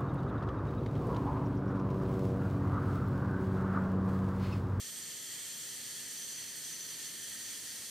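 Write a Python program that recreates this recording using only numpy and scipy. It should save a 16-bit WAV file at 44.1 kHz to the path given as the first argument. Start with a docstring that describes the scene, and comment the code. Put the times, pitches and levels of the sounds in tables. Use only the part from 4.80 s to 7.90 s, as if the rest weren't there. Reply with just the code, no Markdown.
"""Shielding gas hisses from a laser welding head as it creeps along a wire spring on a steel sheet.
The gas sounds the resonances of the nozzle tube, which drift in strength as the tip passes over the
coils and now and then narrow to airy whistles. Near the end sparks fly and the weld sizzles.
Heard close up on a camera's stereo microphone; farther back the workshop's fans rush and motors hum."""
import sys
import numpy as np
from scipy.fft import rfft, irfft, next_fast_len
from scipy.io import wavfile
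from scipy.ndimage import uniform_filter1d, map_coordinates

SR = 44100
rng = np.random.default_rng(int(sys.argv[2]) if len(sys.argv) > 2 else 0)


def inscribe(sig):
    """Save sig as 16-bit PCM at rate SR to the path in sys.argv[1].

    A 1-D sig is mono; a 2-D sig holds one channel per row.
    Samples are clipped to [-1, 1] before scaling.
    """
    pcm = np.round(np.clip(np.atleast_2d(sig).T, -1, 1) * 32767)
    wavfile.write(sys.argv[1], SR, pcm.astype(np.int16))


N = 136710
T = np.arange(N) / SR
FFT_SIZE = next_fast_len(N + 8192)
HZ = np.fft.rfftfreq(FFT_SIZE, 1 / SR)


def amp(db):
    """Decibels to gain."""
    return 10 ** (np.asarray(db) / 20)


def unit_rms(x):
    """x scaled to rms 1."""
    return x / np.sqrt(np.mean(x ** 2) + 1e-20)


def across_hz(points):
    """(freq_hz, value) points joined on a log frequency axis."""
    freq_hz, values = np.transpose(points)
    return np.interp(np.log(HZ + 1), np.log(freq_hz + 1), values)


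def wobble(rate_hz):
    """A smooth random curve with rate_hz knots a second."""
    return map_coordinates(rng.standard_normal(1024), [T * rate_hz], mode="wrap")


def filtered(x, gain):
    """x times a gain per frequency."""
    return irfft(rfft(x, FFT_SIZE) * gain, FFT_SIZE)[..., :N]


def stereo_noise(colour, likeness, balance_db=0, lead_rad=0):
    """Coloured noise of rms 1 at the microphone; balance and phase lead are left over right."""
    spread = np.arccos(np.clip(across_hz(likeness), 0, 1)) / 2
    spectra = rfft(rng.standard_normal((2, FFT_SIZE))) * colour
    mid, side = spectra * np.array([np.cos(spread), np.sin(spread)])
    pan = amp(balance_db / 2) * np.exp(.5j * lead_rad)
    left_right = np.array([(mid + side) * pan, (mid - side) / pan])
    return unit_rms(irfft(left_right, FFT_SIZE)[:, :N])


def room(x, echo_s=.00842, echo_db=-19, tail_db=-11, t60_s=.15, positions=4):
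    """A near surface reflects once; the workshop's brief ring changes as the head travels."""
    t = T[:SR // 3]
    travel = T / T[-1] * (positions - 1)
    out = x + amp(echo_db) * np.roll(x, round(echo_s * SR), axis=1)
    for position in range(positions):
        tail = rng.standard_normal((2, len(t))) * amp(-60 * t / t60_s) * (t > .003)
        tail = tail + tail[::-1] * 1.25  # left and right ring nearly alike
        tail = tail / np.linalg.norm(tail, axis=1, keepdims=True)
        nearness = np.sqrt(np.clip(1 - abs(travel - position), 0, 1))
        out = out + amp(tail_db) * nearness * irfft(rfft(x) * rfft(tail, N), N)
    return out


# Motor and mains tones at the back of the workshop: pitch_hz, relative_db
HUM_TONES = [(48.4, -87), (100, -83.5), (111.5, -75.5), (140.5, -77.5), (399.5, -74), (466, -88),
             (514, -83), (562, -87.5), (700, -88)]


def motors(waver_db=-1.3, waver_rad=.15, beat_pitch_hz=229.4, beat_peak_s=1.23, beat_period_s=1.29):
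    """Motors and mains hum a little unsteadily; one motor swells and fades in a slow beat."""
    hum = np.zeros(N)
    for pitch_hz, db in HUM_TONES:
        gain = amp(db + waver_db * wobble(2.16))
        hum += gain * np.sin(2 * np.pi * (pitch_hz * T + rng.random()) + waver_rad * wobble(3.3))
    beat_db = -73.5 + 4 * np.cos(2 * np.pi * (T - beat_peak_s) / beat_period_s)
    hum += amp(beat_db) * np.sin(2 * np.pi * beat_pitch_hz * T + waver_rad * wobble(3.2))
    return np.sqrt(2) * hum * amp([[.7], [-.7]])  # slightly left


# Fan noise behind the weld: freq_hz, relative_db
FAN_SPECTRUM = [(20, -25), (40, -17), (57, -22), (80, -8), (120, -5), (170, 1.6), (200, -2), (222, -1),
                (245, -4), (295, 2), (315, -3), (345, -1), (380, -6), (440, -3), (520, -5), (700, -9),
                (1100, -11), (3000, -22)]


def fans(level_db=-61):
    """The workshop's fans move air with a low, steady rush."""
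    likeness = [(60, .79), (250, 1), (500, .65), (1000, .35)]
    balance_db = across_hz([(150, 3.0), (300, 1.3), (700, -1.0)])
    lead_rad = across_hz([(100, .096), (600, .45)])
    return amp(level_db) * stereo_noise(amp(across_hz(FAN_SPECTRUM)), likeness, balance_db, lead_rad)


def sparking(start_s=2.5, rise_s=.25):
    """How hard the weld throws sparks, 0-1."""
    return np.clip((T - start_s) / rise_s, 0, 1)


# Sizzle at the weld, close up: freq_hz, relative_db
SIZZLE_SPECTRUM = [(1200, -22), (2200, -7), (3200, -10), (4400, -5), (5300, 1), (6400, -9), (7700, -2),
                   (9600, -3), (11000, -6), (12200, -16), (15000, -14)]
# How alike it reaches the two sides of the microphone: freq_hz, likeness_0_to_1
SIZZLE_LIKENESS = [(2000, 0.69), (10000, 0.98)]


def sizzle(level_db=-52.5, surge_db=.3, bursts_per_s=5000):
    """Tiny bursts of molten metal merge into a broad, uneven sizzle."""
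    bursts = (rng.random(N) < bursts_per_s / SR) * rng.standard_normal(N)
    grain = np.sqrt(np.abs(uniform_filter1d(bursts ** 2, size=24)))
    spray = unit_rms(grain * stereo_noise(amp(across_hz(SIZZLE_SPECTRUM)), SIZZLE_LIKENESS))
    return amp(level_db + surge_db * wobble(23.8)) * sparking() * spray


# How alike the nozzle reaches the two sides of the microphone: freq_hz, likeness_0_to_1
TUBE_LIKENESS = [(1800, 1), (6100, 1), (8300, 0.91), (12700, 0.7)]


def tube_resonance(pitch_hz, width_hz, balance_db, lead_rad, skirt):
    """Gas noise through one resonance of the tube; a higher skirt makes its flanks steeper."""
    detuning = (HZ - pitch_hz) * 2 / (width_hz * skirt)
    peak = (1 + detuning ** 2) ** (-skirt / 2)
    bass_cut = HZ / (HZ + pitch_hz)
    return stereo_noise(peak * bass_cut, TUBE_LIKENESS, balance_db, lead_rad)


# Whistles at the nozzle tip: start_s, end_s, pitch_hz, width_hz, level_db, balance_db, lead_rad
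WHISTLE_EVENTS = [(.19, 1.0, 7330, 120, -55, 9, 1.1), (0.267, 0.983, 3210, 90, -61, 2, 0.016),
                  (.42, 1.4, 8320, 150, -64, -6, 1.4), (1.36, 1.83, 6120, 120, -53.5, -0.5, 0.12),
                  (1.39, 2.3, 4420, 170, -62, 1, 0.045), (1.825, 2.19, 6110, 115, -52.5, -1, 0.38),
                  (2.08, 3.1, 10940, 260, -66, 5, 1.2), (2.32, 2.55, 3160, 130, -61, -3, 0.67)]


def whistles(attack_s=.028, release_s=.14):
    """For a while the jet locks onto a resonance, which narrows to an airy whistle."""
    out = np.zeros((2, N))
    for start_s, end_s, pitch_hz, width_hz, db, balance_db, lead_rad in WHISTLE_EVENTS:
        held = np.clip(np.minimum((T - start_s) / attack_s, (end_s - T) / release_s), 0, 1)
        out += amp(db) * held * tube_resonance(pitch_hz, width_hz, balance_db, lead_rad, skirt=2.3)
    return out


# Nozzle tube resonances, close up: pitch_hz, width_hz, level_db, balance_db, lead_rad, slope_db_per_s
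TUBE_MODES = [(1298, 55, -73.5, -4, 1.1, -1.5), (1836, 224, -59, 1, -0.044, 0.8),
              (3243, 286, -57.5, -1, 0.16, -.1), (4414, 435, -55, -1.5, -0.4, 0.5),
              (6110, 260, -54, 1.5, -0.25, 0), (7285, 190, -55, 6, 1.4, -1),
              (8317, 260, -52, -11, 0.96, -1.1), (9360, 200, -60.5, 0, -1.6, -1),
              (11050, 590, -57, -2.5, 1.43, 0.6), (11800, 330, -66.5, 1, -0.18, -3.5),
              (12690, 210, -61.5, 0, -0.29, 0.9), (13600, 410, -63, -2, -0.49, -2)]


def nozzle(drift_db=.5, drift_hz=7.46, sparks_dip_db=-1.2):
    """Turbulence sounds the tube's resonances; each drifts on its own, and all weaken as sparks fly."""
    out = np.zeros((2, N))
    for pitch_hz, width_hz, db, balance_db, lead_rad, slope_db_per_s in TUBE_MODES:
        wander_db = slope_db_per_s * (T - T.mean()) + drift_db * wobble(drift_hz)
        gain = amp(db + wander_db + sparks_dip_db * sparking())
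        out += gain * tube_resonance(pitch_hz, width_hz, balance_db, lead_rad, skirt=1.26)
    return out


# Turbulence of the gas jet, close to the microphone: freq_hz, relative_db
JET_SPECTRUM = [(300, -26), (1000, -14.5), (1500, -13.5), (2100, -4), (2400, -4.5), (2700, -4),
                (2950, -1.5), (3500, 0), (3830, -3.5), (4150, -0.5), (5000, -1), (6600, 5), (7800, 0.5),
                (8800, 1.5), (9800, -1), (10400, -2.5), (11500, -5), (12100, -19), (13200, -8.5),
                (14500, -9), (15400, -5.5)]
# How alike it reaches the two sides: freq_hz, likeness (clipped to 0-1 when played)
JET_LIKENESS = [(1000, 2.5), (1500, 0.7), (2200, 0.2), (2900, 2.1), (3800, -0.46), (4600, 1.5), (5400, 1),
                (6600, -0.1), (7300, 0.5), (8000, -0.5), (9000, 0.5), (9800, 0.9), (10400, 0), (11200, 2),
                (12200, 1), (13300, 2), (14200, 1), (15200, 8)]
# Its level, left over right: freq_hz, balance_db
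JET_PAN = [(1300, -6), (1800, -10.5), (2300, -6.5), (2900, 6), (3800, -7), (5000, 1.5), (7300, -1),
           (8800, 1), (10200, 0), (12000, 1)]
# Its phase, left ahead of right: freq_hz, lead_rad
JET_PHASE = [(1000, -0.55), (2800, -0.24), (5000, 0.96), (6700, -1.2), (7700, 1.2), (9200, -0.54),
             (10500, -0.24), (12000, -1.1), (15000, 0.9)]


def jet(level_db=-47.5, treble_rise_db_per_s=1.5):
    """Gas strikes the work with a broad hiss that brightens slowly as the head travels."""
    colour = amp(across_hz(JET_SPECTRUM))
    hiss = stereo_noise(colour, JET_LIKENESS, across_hz(JET_PAN), across_hz(JET_PHASE))
    treble = filtered(hiss, 1 / (1 + (9000 / (HZ + 1)) ** 10))
    low = filtered(hiss, 1 / (1 + (HZ / 3000) ** 10))
    middle = hiss - treble - low
    body = middle * amp(.96 * wobble(12)) + low * amp(1.7 * wobble(14))  # each band flickers on its own
    treble_db = treble_rise_db_per_s * (T - T.mean()) + .55 * wobble(4.8)
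    return amp(level_db) * (body + treble * amp(treble_db))


# Slow swell of the gas at the welding head, played about its mean: time_s, relative_db
GAS_SWELL = [(0, -44), (.4, -43.5), (.9, -43), (1.4, -43.5), (1.9, -43.5), (2.4, -43), (2.7, -42.5),
             (3.05, -43.5)]


def shielding_gas(flutter_db=.48, flutter_hz=35):
    """One fluttering gas flow drives the jet, the nozzle's resonances and the whistles."""
    swell_db = np.interp(T, *np.transpose(GAS_SWELL))
    flow = amp(swell_db - swell_db.mean() + flutter_db * wobble(flutter_hz))
    return flow * (jet() + nozzle() + whistles())


def scene():
    """Gas and sizzle up close with the room around them, motors and fans behind."""
    return room(shielding_gas() + sizzle()) + motors() + fans()


def record(dry, top_hz=15520):
    """The camera keeps nothing above its band limit."""
    return filtered(dry, HZ < top_hz)


dry = scene()
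out = record(dry)
inscribe(out)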